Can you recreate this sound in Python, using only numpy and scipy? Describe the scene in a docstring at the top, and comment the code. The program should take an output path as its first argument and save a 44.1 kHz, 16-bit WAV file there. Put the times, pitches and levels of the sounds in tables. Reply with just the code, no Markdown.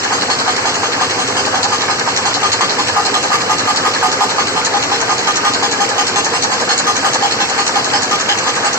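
"""A busy workshop, heard on a hand-held phone close to a wire nail machine that runs at a steady pace.
From the start the hall roars (patchy filtered noise), steel bits tinkle (short decaying sines),
and cams thump the humming base and frame (pulses and noise through resonances).
Each turn the ram heads a nail: a knock, swelling tones and rattle. Then the cutters shear the wire, now
and then with a snap, and the grip dies slam shut: noise bursts through resonances. The walls echo it."""
import sys
import numpy as np
from scipy import signal
from scipy.fft import rfft, irfft, next_fast_len
from scipy.io import wavfile
from scipy.ndimage import uniform_filter1d, minimum_filter1d

SR = 44100
rng = np.random.default_rng(int(sys.argv[2]) if len(sys.argv) > 2 else 0)


def pcm_store(signal):
    """Save signal as 16-bit PCM."""
    levels = np.round(np.clip(np.atleast_2d(signal), -1, 1) * 32767)
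    wavfile.write(sys.argv[1], SR, levels.astype(np.int16).T)


N = 387198

# background of other machines: (frequency [Hz], relative level [dB per Hz])
HALL_SPECTRUM = [(35, -56), (70, -44), (100, -16.5), (200, -8), (300, -5.5), (500, -10), (650, -6),
                 (1200, -6), (2000, -13.5), (4300, -10.5), (8000, -16), (10000, -24), (15000, -13.5)]
HALL_DB = -17  # before the overall tone

# nails and offcuts dropping all around
TINKS_PER_S, TINK_HZ, TINK_OCTAVES = 900, 3200, .7  # rate, median pitch, pitch scatter
TINK_T60_CYCLES, TINK_SPREAD_DB, TINK_DB = 44, 2.2, -25.5  # decay, mean extra level, level of all

# cam pushes within a turn: (delay [s], thump in the base [dB], knock in the frame [dB])
CAM_PUSHES = [(0.02, -1, 1.5), (0.049, -12, 2.5), (.06, 4.5, -20), (.074, 2, -14.5), (0.09, 0, -3.5),
              (0.109, -30, -4), (0.136, 3.5, -1), (.155, 0, 1.5), (0.164, -17, -2)]
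# resonances of the heavy base: (frequency [Hz], width [Hz], level [dB])
BASE_MODES = [(98, 26, -2.5), (129.3, 32, -4.5)]
# resonances of the frame: (frequency [Hz], width [Hz], level [dB])
FRAME_MODES = [(196, 83, -6.5), (277.2, 23.6, 4), (376, 21, 2), (424, 44, 1.5), (470.5, 14.6, 10),
               (502, 26, 2.5)]
# wavering tones of motor and gears: (frequency [Hz], width [Hz], level [dB])
HUM_MODES = [(265.6, 8.6, -4), (396.4, 9.2, 2), (485, 11, -0.5), (522, 13, 1.5)]
# as the phone moves along the machine:
# (time [s], hum over frame [dB], base over frame [dB], frame [dB], left minus right [dB])
WALK = [(0, -4.5, -11, -27.5, -1), (1.3, -2.5, -8, -27.5, -1), (2.7, -4, -8.5, -28.5, -0.5),
        (4, -4.5, -11, -26.5, -1.5), (5.102, -10, -12.5, -26.5, -0.5), (6.699, -9.5, -11, -27.5, -1),
        (8.78, -15, -13, -27.5, -1)]

FIRST_S, TURN_S = -.0553, .1775  # the first turn is already under way at time zero
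# one row per stroke of the ram: (first knock [dB], ring peak delay [s], five ring tones [dB],
# rattle [dB], cutters [dB], cutter brightness [dB], grip [dB], noise burst above 9 kHz [dB])
STROKES = [(-6.0, 0.022, -33, -23, -24, -33, -30, -20, -10.5, -2, -17, -24),
           (15, 0.0088, -28, -23, -30, -26, -23, -16.5, -12, -4, -18.5, -18.5),
           (17, 0.0075, -27, -25, -24, -33, -22.5, -14.5, -10, -1, -17, -25),
           (14, 0.0086, -21, -25, -28, -34, -21, -15.5, -13, -0.5, -19, -37),
           (15, 0.011, -23.5, -23, -25, -34, -24, -13.5, -11.5, -2, -19, -20.0),
           (16, 0.009, -37, -26, -37, -36, -22.5, -18, -8.5, -9, -19, -34),
           (14, 0.011, -23, -23.5, -24, -27, -19, -15, -7.5, -5, -20, -26),
           (13, 0.011, -23.5, -31, -29, -31, -26.0, -16, -12.5, 1.5, -19, -31),
           (9, 0.023, -29, -28, -25, -30, -27, -15.5, -7.5, -4, -19, -46),
           (20, 0.017, -32, -23, -23, -34, -26, -21, -6.5, -3.5, -20.5, -38),
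           (7, 0.0089, -35, -25, -22, -28, -18.5, -16.5, -8, -3, -18, -46),
           (16, 0.012, -39, -23, -33, -38, -25.5, -15.5, -15.5, -2, -18.5, -41),
           (21.5, 0.0074, -32, -22.5, -29, -38, -22, -18.5, -13, 4.5, -19.5, -35),
           (17, 0.018, -37, -22, -32, -24, -29, -15.5, -7, -5.5, -20.5, -28.0),
           (8, 0.012, -31, -18.5, -29, -29, -14.5, -14, -3.5, -3, -20, -37),
           (15.5, 0.01, -34, -25, -32, -20, -17.5, -14.5, -4.5, -8, -21.5, -18),
           (7, 0.0077, -36.5, -22, -29, -19, -42, -18.5, -7.5, -2, -18.5, -23),
           (2, 0.013, -22, -14, -28, -21, -14, -19, -8.5, -2, -18.5, -12),
           (8, 0.028, -22, -27, -31, -35, -18.5, -13.5, -11, 3, -19, -16),
           (14, 0.0047, -32, -16.5, -21, -23, -10, -15, -10, -2.5, -21.5, -7),
           (13, 0.015, -24, -20, -16.5, -22.5, -14, -14, -8, -2, -18, -11.5),
           (11, 0.016, -20, -18, -18, -23.5, -12, -13, -10.5, 2, -18.5, -10.5),
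           (11, 0.011, -26, -21, -20, -21, -15, -21.5, -9, -6, -18.5, -11),
           (21, 0.022, -15.5, -17, -15, -22, -13.5, -15, -8.5, 0, -20, -8),
           (8, 0.017, -21, -12, -16.5, -20.5, -15.5, -16.5, -8, -1, -21.5, -10),
           (12, 0.0047, -26, -16, -21, -20, -13, -17.5, -9, -1, -22, -23),
           (8, 0.014, -28, -23, -19.5, -27, -23.5, -20.5, -10, 5, -19, -21),
           (7, 0.016, -31, -15, -28, -32, -22, -18, -8, -4, -23.5, -46),
           (-13, 0.0092, -30, -18, -22, -21, -26, -14, -8, -0.5, -18.5, -22),
           (10.5, 0.024, -26, -19, -23, -22.5, -14.5, -16, -9, -4, -21, -28),
           (-13, 0.022, -30, -19.5, -24, -27.5, -15, -17.5, -10.5, 4, -19.5, -16),
           (-2, 0.018, -36, -13.5, -24, -28, -12, -12, -8, -4.5, -18.5, -12),
           (19, 0.022, -28, -18, -35, -25, -24.5, -13.5, -11.5, 5, -20.5, -19),
           (8, 0.025, -28, -14.5, -35, -39, -19.5, -15, -10.5, 1, -21.5, -13),
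           (10, 0.02, -29, -17.5, -31, -33, -19.5, -13.5, -7.5, 1, -20.5, -12.5),
           (6, 0.026, -36, -18.5, -35, -23, -21.5, -15.5, -13.5, 7, -20, -39),
           (2, 0.011, -27, -24.5, -31, -22, -26, -16, -7, 0.5, -18.5, -23),
           (6, 0.017, -26, -23, -26, -22, -31, -15.5, -11.5, 0.5, -19, -21),
           (0, 0.0084, -24, -18.5, -33, -30, -21, -9, -6, 3.5, -20, -14),
           (-9, 0.02, -24, -17, -26, -27, -12, -13.5, -9, 1, -18, -8.5),
           (-1, 0.011, -24, -17, -26, -28, -17, -15.5, -7.5, 3.5, -19, -11.5),
           (-12, 0.018, -23, -11, -24, -33, -25, -15.5, -6.5, -5, -19.5, -13),
           (-2, 0.027, -31, -18.5, -33, -25, -29, -14.5, -11, -1, -18.5, -17),
           (2, 0.023, -32, -20, -34, -27.5, -21, -13.5, -8, 0.5, -18, -19),
           (-3, 0.014, -27, -14.5, -27, -28, -19, -14, -12.5, 3, -19.5, -16),
           (-2, 0.017, -30, -17, -24, -34, -24, -14, -13.5, 7.5, -21, -35),
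           (0, 0.03, -31.5, -20.5, -29, -33, -15.5, -14, -12, 5, -20, -15),
           (-2, 0.023, -31, -17.5, -30, -40, -30, -15, -9, 0.5, -20, -20),
           (4, 0.022, -27, -23, -30, -27, -21.5, -13.5, -17, 7, -17, -22),
           (-5, 0.02, -34, -19, -35, -31, -24, -14, -13.5, 7.5, -22, -33)]
KNOCK_DB, RING_PEAK_S, *TONES_DB, RATTLE_DB, CUTTER_DB, BRIGHT_DB, GRIP_DB, TREBLE_DB = np.transpose(STROKES)
RISE_S, CONTACT_SCATTER_DB = .003, 1.2  # build-up of a contact, and how unequally contacts land

# rebounds of the ram on the die: (delay [s], strength [dB], t60 of the chatter [s])
REBOUNDS = [(0, 9, 0.21), (.01, 10, 0.24), (0.018, 9.5, .07), (0.03, 10, 0.048)]
# tones of ram (first three) and die (last two) under the heading pressure: frequency [Hz]
RING_HZ = [742.6, 812.4, 871, 1031.3, 1220]
RING_DB, RING_SWELL = 4.5, 0.64  # added to the tone levels; exponent that shapes the swell
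RING_JOLT, RING_DETUNE = .004, .003  # phase wander [radians a sample], relative pitch scatter
RING_SIDE_DB = -4.5  # the tones reach both channels more alike than the chatter does
BUZZ_RAM_DB, BUZZ_DIE_DB = -14, -11  # chatter, added to the strongest tone's tabled level
# resonances of the ram: (frequency [Hz], width [Hz], level [dB])
RAM_MODES = [(740, 28, -6), (815, 51, 5), (889, 32, 0.5), (920, 200, 2)]
# resonances of the die: (frequency [Hz], width [Hz], level [dB])
DIE_MODES = [(1049, 21, -3), (1174, 69, -1), (1210, 25, 1), (1620, 1900, -16)]
# the ring is choked as the ram backs off: (delay [s], gain [dB])
RELEASE = [(0, 1.5), (.042, -2), (.056, -17.5), (.072, -40), (.17, -30)]
# heading contacts within a turn: (delay [s], strength [dB], t60 of the chatter [s])
HEADING = [(0, 0.5, 0.17), (.01, 1, 0.16), (0.025, -1.5, 0.086), (0.035, -2, 0.074), (.044, -9, 0.045)]
# resonances of the rattling tooling: (frequency [Hz], width [Hz], level [dB])
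TOOLING_MODES = [(1520, 142, 1.5), (2330, 750, -6.5), (2720, 51, 2.5), (3290, 260, 5), (4377, 108, 4),
                 (4950, 126, 1), (5410, 37, 3), (6393, 91, 5), (7790, 60, 2)]
# bands of the noise burst heard above 9 kHz with each stroke: (frequency [Hz], width [Hz], level [dB])
TREBLE_MODES = [(9600, 250, 18.5), (13800, 690, 9.5)]

# shearing contacts within a turn: (delay [s], strength [dB], t60 of the chatter [s])
SHEARING = [(0.087, 0, 0.052), (0.097, 0, 0.075), (.106, -11, 0.11)]
# resonances of the cutter blades: (frequency [Hz], width [Hz], level [dB])
BLADE_MODES = [(2660, 4500, 1.6), (4270, 830, 11.95), (5570, 310, 7.9), (6600, 400, 10.2), (7960, 260, 1.7)]
BRIGHT_HZ = 5100  # blade resonances above this follow the brightness column
# grip die contacts within a turn: (delay [s], strength [dB], t60 of the chatter [s])
GRIPPING = [(.088, -2, 0.23), (0.101, 1.5, 0.14), (0.111, 6, 0.059), (0.159, 1, 0.35)]
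# resonances of the grip jaws: (frequency [Hz], width [Hz], level [dB])
JAW_MODES = [(523, 12.6, 6), (826, 103, 5), (1046, 184, -3), (1238, 36, 4), (1537, 30, 7), (1688, 145, 0),
             (2380, 230, -12)]
# the block under the ram's first knock: (frequency [Hz], width [Hz], level [dB])
BLOCK_MODES = [(820, 240, 0), (1060, 330, 3), (735, 90, -3), (1600, 550, -6)]
# the wire parts with a clean snap: (time [s], relative level [dB])
SNAPS = [(0.5646, -16), (1.9954, -10), (2.163, -9), (2.173, -10), (2.34, -7), (7.8443, -8)]
SNAP_DB, SNAP_T60_S = 3.5, 0.021  # added to every snap; decay

# wall echo: (frequency [Hz], t60 [s])
ECHO_T60 = [(200, 0.48), (1000, 0.29), (8000, 0.083)]
# tone of the middle (mid) part, nearly empty around 3.5 kHz: (frequency [Hz], gain [dB])
MID_TONE = [(2000, 1), (2500, -2.5), (2900, -5.5), (3200, -9), (3330, -20), (3420, -32.5), (3480, -77),
            (3690, -71), (3750, -29), (3850, -7), (4150, 0)]
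# tone of the side part, in which left and right differ: (frequency [Hz], gain [dB])
SIDE_TONE = [(25, 1), (60, -18), (200, -15.5), (500, -7.5), (800, -2), (1800, 0.5), (3000, 1), (4500, -0.5),
             (7000, 0)]
# overall tone, with very little between about 8.2 and 10 kHz: (frequency [Hz], gain [dB])
OVERALL_TONE = [(30, -6.5), (60, -17), (85, -2), (7900, -3), (8150, -14), (8400, -66), (9400, -45),
                (10500, -21), (15000, -38)]
# balance of the two channels: (frequency [Hz], left minus right [dB])
TILT = [(60, -1), (150, 2), (380, 0.5), (950, 1), (2370, 0), (3600, 0), (5940, 0), (14900, 1.5)]
TOP_HZ = 15504  # the band ends here


def amp(db):
    """Decibels to amplitude."""
    return 10 ** (np.asarray(db) / 20)


def unit(x):
    """x scaled to an RMS of one."""
    return x / np.sqrt(np.mean(x ** 2) + 1e-20)


def along(points, hz):
    """Interpolate (frequency [Hz], value) points on a log frequency axis."""
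    f, value = np.transpose(points)
    return np.interp(np.log(hz + 1), np.log(f + 1), value)


def filtered(x, response):
    """x times a complex response of frequency."""
    m = next_fast_len(N + SR // 2)
    spectrum = rfft(np.float32(x), m)
    return irfft(spectrum * response(np.fft.rfftfreq(m, 1 / SR)), m)[..., :N]


def resonance(f, center, width):
    """Response of one damped resonance, one at its center."""
    return 1j * f * width / (center * center - f * f + 1j * f * width)


def ringing(x, modes):
    """x through resonances of alternating sign, scaled so that white noise keeps its power."""
    def body(f):
        return sum((-1) ** k * amp(db) * resonance(f, c, w) for k, (c, w, db) in enumerate(modes))
    power = np.mean(np.abs(body(np.linspace(0, SR / 2, num=4096))) ** 2)
    return filtered(x, body) / np.sqrt(power)


def turns():
    """Start time of every turn of the shaft, in seconds."""
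    return FIRST_S + TURN_S * np.arange(len(STROKES))


def shifting(x, modes, vary_db, drift, lean_db=0):
    """Like ringing, but each resonance changes in strength and slightly in pitch from turn to turn."""
    span = round(TURN_S * SR)
    c, w, db = np.transpose(modes)
    luck = rng.standard_normal((len(STROKES), len(modes), 2))
    gains = amp(db + lean_db + vary_db * luck[..., 0])
    hz = c * (1 + drift * luck[..., 1])
    # cut x into turns, filter each, and let the tails overlap
    starts = np.round(turns() * SR).astype(int) + span
    pieces = np.pad(x, ((0, 0), (span, span)))[:, starts[:, None] + np.arange(span)]
    m = next_fast_len(2 * span)
    f = np.fft.rfftfreq(m, 1 / SR)
    body = sum((-1) ** k * gains[:, k, None] * resonance(f, hz[:, k, None], w[k])
               for k in range(len(modes)))
    rung = irfft(rfft(pieces, m) * body, m).transpose(1, 0, 2)
    out = np.zeros((2, N + 4 * span))
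    for start, piece in zip(starts, rung):
        out[:, start:start + m] += piece
    return out[:, span:span + N] / np.sqrt(np.sum(amp(db) ** 2 * w * np.pi / SR))


def strength(turn_db, contacts):
    """Force envelope: every contact of every turn builds up quickly and dies away; powers add."""
    t = np.arange(SR // 4) / SR
    shapes = np.array([amp(level - 60 * (t - delay) / t60) ** 2 * np.clip((t - delay) / RISE_S, 0, 1)
                       for delay, level, t60 in contacts])
    scatter_db = CONTACT_SCATTER_DB * rng.standard_normal((len(STROKES), len(contacts)))
    forces = amp(turn_db[:, None] + scatter_db)
    power = np.zeros(N + SR)  # a quarter second of lead-in, cut off below
    for s, force in zip(turns(), forces):
        power[round(s * SR) + SR // 4:][:len(t)] += force ** 2 @ shapes
    return np.sqrt(power[SR // 4:][:N])


def chatter(grain_db):
    """Loose steel parts tick against each other: noise whose samples have very uneven size."""
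    grain = amp(grain_db * rng.standard_normal(N))
    return unit(rng.standard_normal((2, N)) * grain)


def walk():
    """Every level column of the walk, in dB, interpolated at each sample."""
    s, *columns = np.transpose(WALK)
    return [np.interp(np.arange(N) / SR, s, column) for column in columns]


def hall():
    """Other machines blur into a roar: noise made patchy over time and frequency, then coloured."""
    z = signal.stft(rng.standard_normal((2, N)), nperseg=512)[2]
    patches = uniform_filter1d(rng.standard_normal(z.shape[1:]), 5, 0)
    patches = uniform_filter1d(patches, 8, 1)
    roar = signal.istft(z * amp(1.55 * unit(patches)), nperseg=512)[1][:, :N]
    return amp(HALL_DB) * unit(filtered(roar, lambda hz: amp(along(HALL_SPECTRUM, hz))))


def tinks():
    """Small steel bits land at random moments, each a briefly ringing, decaying sine."""
    count, t = round(TINKS_PER_S * N / SR), np.arange(SR // 60) / SR
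    luck, spot = rng.standard_normal((count, 2)), rng.random((count, 2))
    hz = np.clip(TINK_HZ * 2 ** (TINK_OCTAVES * luck[:, :1]), 1200, 8000)
    level_db = -TINK_SPREAD_DB * np.log(spot[:, :1])  # a few land much harder
    grains = amp(level_db - 60 * t * hz / TINK_T60_CYCLES) * np.sin(2 * np.pi * hz * t)
    at = (spot[:, 1:] * N).astype(int) + np.arange(len(t))
    side_sign = np.sign(luck[:, 1:])  # scatters the bits to either side
    pair = [np.bincount(at.ravel(), (grains * sign).ravel())[:N] for sign in (1, side_sign)]
    return amp(TINK_DB) * unit(np.array(pair))


def frame():
    """Cams push the heavy base and frame in nearly the same way every turn, over a motor hum."""
    delay, thump_db, knock_db = np.transpose(CAM_PUSHES)
    at = turns()[:, None] + delay + .25  # a quarter second of lead-in, cut off below
    luck = rng.standard_normal((*at.shape, 3))
    at = np.round((at + 0.00095 * luck[..., 0]) * SR).astype(int)
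    parts = []
    for db, modes, grind_db in ((thump_db, BASE_MODES, -12), (knock_db, FRAME_MODES, -3)):
        pushes = np.zeros((2, N + SR))
        pushes[0, at] = amp(db + 1.3 * luck[..., 1])
        pushes[1, at] = amp(db) * luck[..., 2]
        grind = amp(grind_db) * rng.standard_normal((2, N))  # gears and bearings keep it humming
        drive = unit(pushes[:, SR // 4:][:, :N]) + grind
        parts.append(unit(shifting(drive, modes, vary_db=1.66, drift=0.0078)))
    base, knocks = parts
    hum = unit(shifting(rng.standard_normal((2, N)), HUM_MODES, vary_db=3.5, drift=0.023))
    hum_db, base_db, frame_db, _ = walk()
    return amp(frame_db) * (amp(base_db) * base + knocks + amp(hum_db) * hum)


def ring():
    """Each stroke swells five tones of ram and die; the rebounds jolt their phase."""
    t, out = np.arange(SR // 8) / SR, np.zeros((2, N + SR))
    for s, peak_s, tones_db in zip(turns(), RING_PEAK_S, np.transpose(TONES_DB)):
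        detune = 1 + RING_DETUNE * rng.standard_normal(len(RING_HZ))
        hz = np.multiply(RING_HZ, detune)[:, None]
        jolt = np.cumsum(RING_JOLT * rng.standard_normal((len(hz), len(t))), axis=1)
        phase = 2 * np.pi * (hz * t + rng.random((2, len(hz), 1))) + jolt
        swell = (t / peak_s * np.exp(1 - t / peak_s)) ** RING_SWELL
        tones = amp(tones_db + RING_DB) @ np.sin(phase)
        out[:, round(s * SR) + SR // 4:][:, :len(t)] += swell * tones
    return out[:, SR // 4:][:, :N] * amp([[0], [RING_SIDE_DB]])


def choke():
    """Gain of the ringing through each turn, as the ram backs off."""
    s, t = turns(), np.arange(N) / SR
    since_start = t - s[np.searchsorted(s, t) - 1]
    return amp(np.interp(since_start, *np.transpose(RELEASE)))


def heading():
    """The ram presses the nail head: choked ringing and buzz of ram and die, and tooling rattle."""
    ram_db = np.max(TONES_DB[:3], axis=0) + BUZZ_RAM_DB
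    die_db = np.max(TONES_DB[3:], axis=0) + BUZZ_DIE_DB
    ram = ringing(strength(ram_db, REBOUNDS) * chatter(grain_db=4.5), RAM_MODES)
    die = ringing(strength(die_db, REBOUNDS) * chatter(grain_db=1.0), DIE_MODES)
    rattle = strength(RATTLE_DB, HEADING) * chatter(grain_db=4.5)
    rattle = shifting(rattle, TOOLING_MODES, vary_db=2.5, drift=.025)
    return choke() * (ring() + ram + die) + rattle


def treble_bursts():
    """Bursts of noise above 9 kHz that keep time with the strokes, stronger on some than others."""
    return ringing(strength(TREBLE_DB, HEADING) * chatter(grain_db=3.0), TREBLE_MODES)


def shearing():
    """The cutters shear the wire: chatter in the blades, brighter on some turns."""
    upper = np.transpose(BLADE_MODES)[0] > BRIGHT_HZ
    burst = strength(CUTTER_DB, SHEARING) * chatter(grain_db=3.0)
    return shifting(burst, BLADE_MODES, vary_db=2.0, drift=0.016, lean_db=np.outer(BRIGHT_DB, upper))


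def gripping():
    """The grip dies slam shut: chatter in the resonances of the jaws."""
    burst = strength(GRIP_DB, GRIPPING) * chatter(grain_db=5.0)
    return shifting(burst, JAW_MODES, vary_db=2.0, drift=0.01)


def blows():
    """The ram's first contact is one hard knock through the whole block."""
    knocks = np.zeros(N)
    # the first turn began before time zero
    knocks[np.round(turns()[1:] * SR).astype(int)] = amp(KNOCK_DB[1:])
    contact = np.hanning(round(.0009 * SR))  # the wire cushions the blow
    knocks = np.convolve(knocks, contact / contact.sum())[:N]
    return ringing(knocks, BLOCK_MODES) * [[1], [-.3]]


def snaps():
    """The parting wire sends a short crack of decaying noise into the blades."""
    t, out = np.arange(SR // 50) / SR, np.zeros((2, N))
    for s, db in SNAPS:
        crack = amp(db + SNAP_DB - 60 * t / SNAP_T60_S) * rng.standard_normal((2, len(t)))
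        out[:, round(s * SR):][:, :len(t)] += crack
    return ringing(out, BLADE_MODES)


def echo(x):
    """The walls answer with a noise tail in which each frequency dies at its own speed."""
    hz, t, z = signal.stft(rng.standard_normal((2, SR // 2)), SR, nperseg=256)
    decay = amp(-60 * t / along(ECHO_T60, hz)[:, None])
    tail = signal.istft(z * decay, SR, nperseg=256)[1]
    return signal.fftconvolve(x, tail / np.linalg.norm(tail[0]), axes=1)[:, :N]


def scene():
    """Two-channel layers become the middle and side parts, each with its own tone, then left and right."""
    near = heading() + treble_bursts() + shearing() + gripping() + blows() + snaps()
    layers = near + amp(-13.0) * echo(near) + frame() + hall() + tinks()
    mid, side = filtered(layers, lambda hz: amp([along(MID_TONE, hz), along(SIDE_TONE, hz)]))
    pan_db = walk()[-1] / 2
    return mid * amp([pan_db, -pan_db]) + [side, -side]


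def record(dry):
    """The overall tone and balance are set; a limiter holds the peaks down; the band ends."""
    def tone(hz):
        return amp(along(OVERALL_TONE, hz) + np.outer([.5, -.5], along(TILT, hz)))
    x = filtered(dry, tone)
    reach = round(.003 * SR)
    needed = np.minimum(1, .85 / (np.abs(x).max(axis=0) + 1e-9))  # gain that keeps peaks under .85
    x = x * uniform_filter1d(minimum_filter1d(needed, 2 * reach), reach)
    return filtered(x, lambda hz: hz < TOP_HZ)


dry = scene()
out = record(dry)
pcm_store(out)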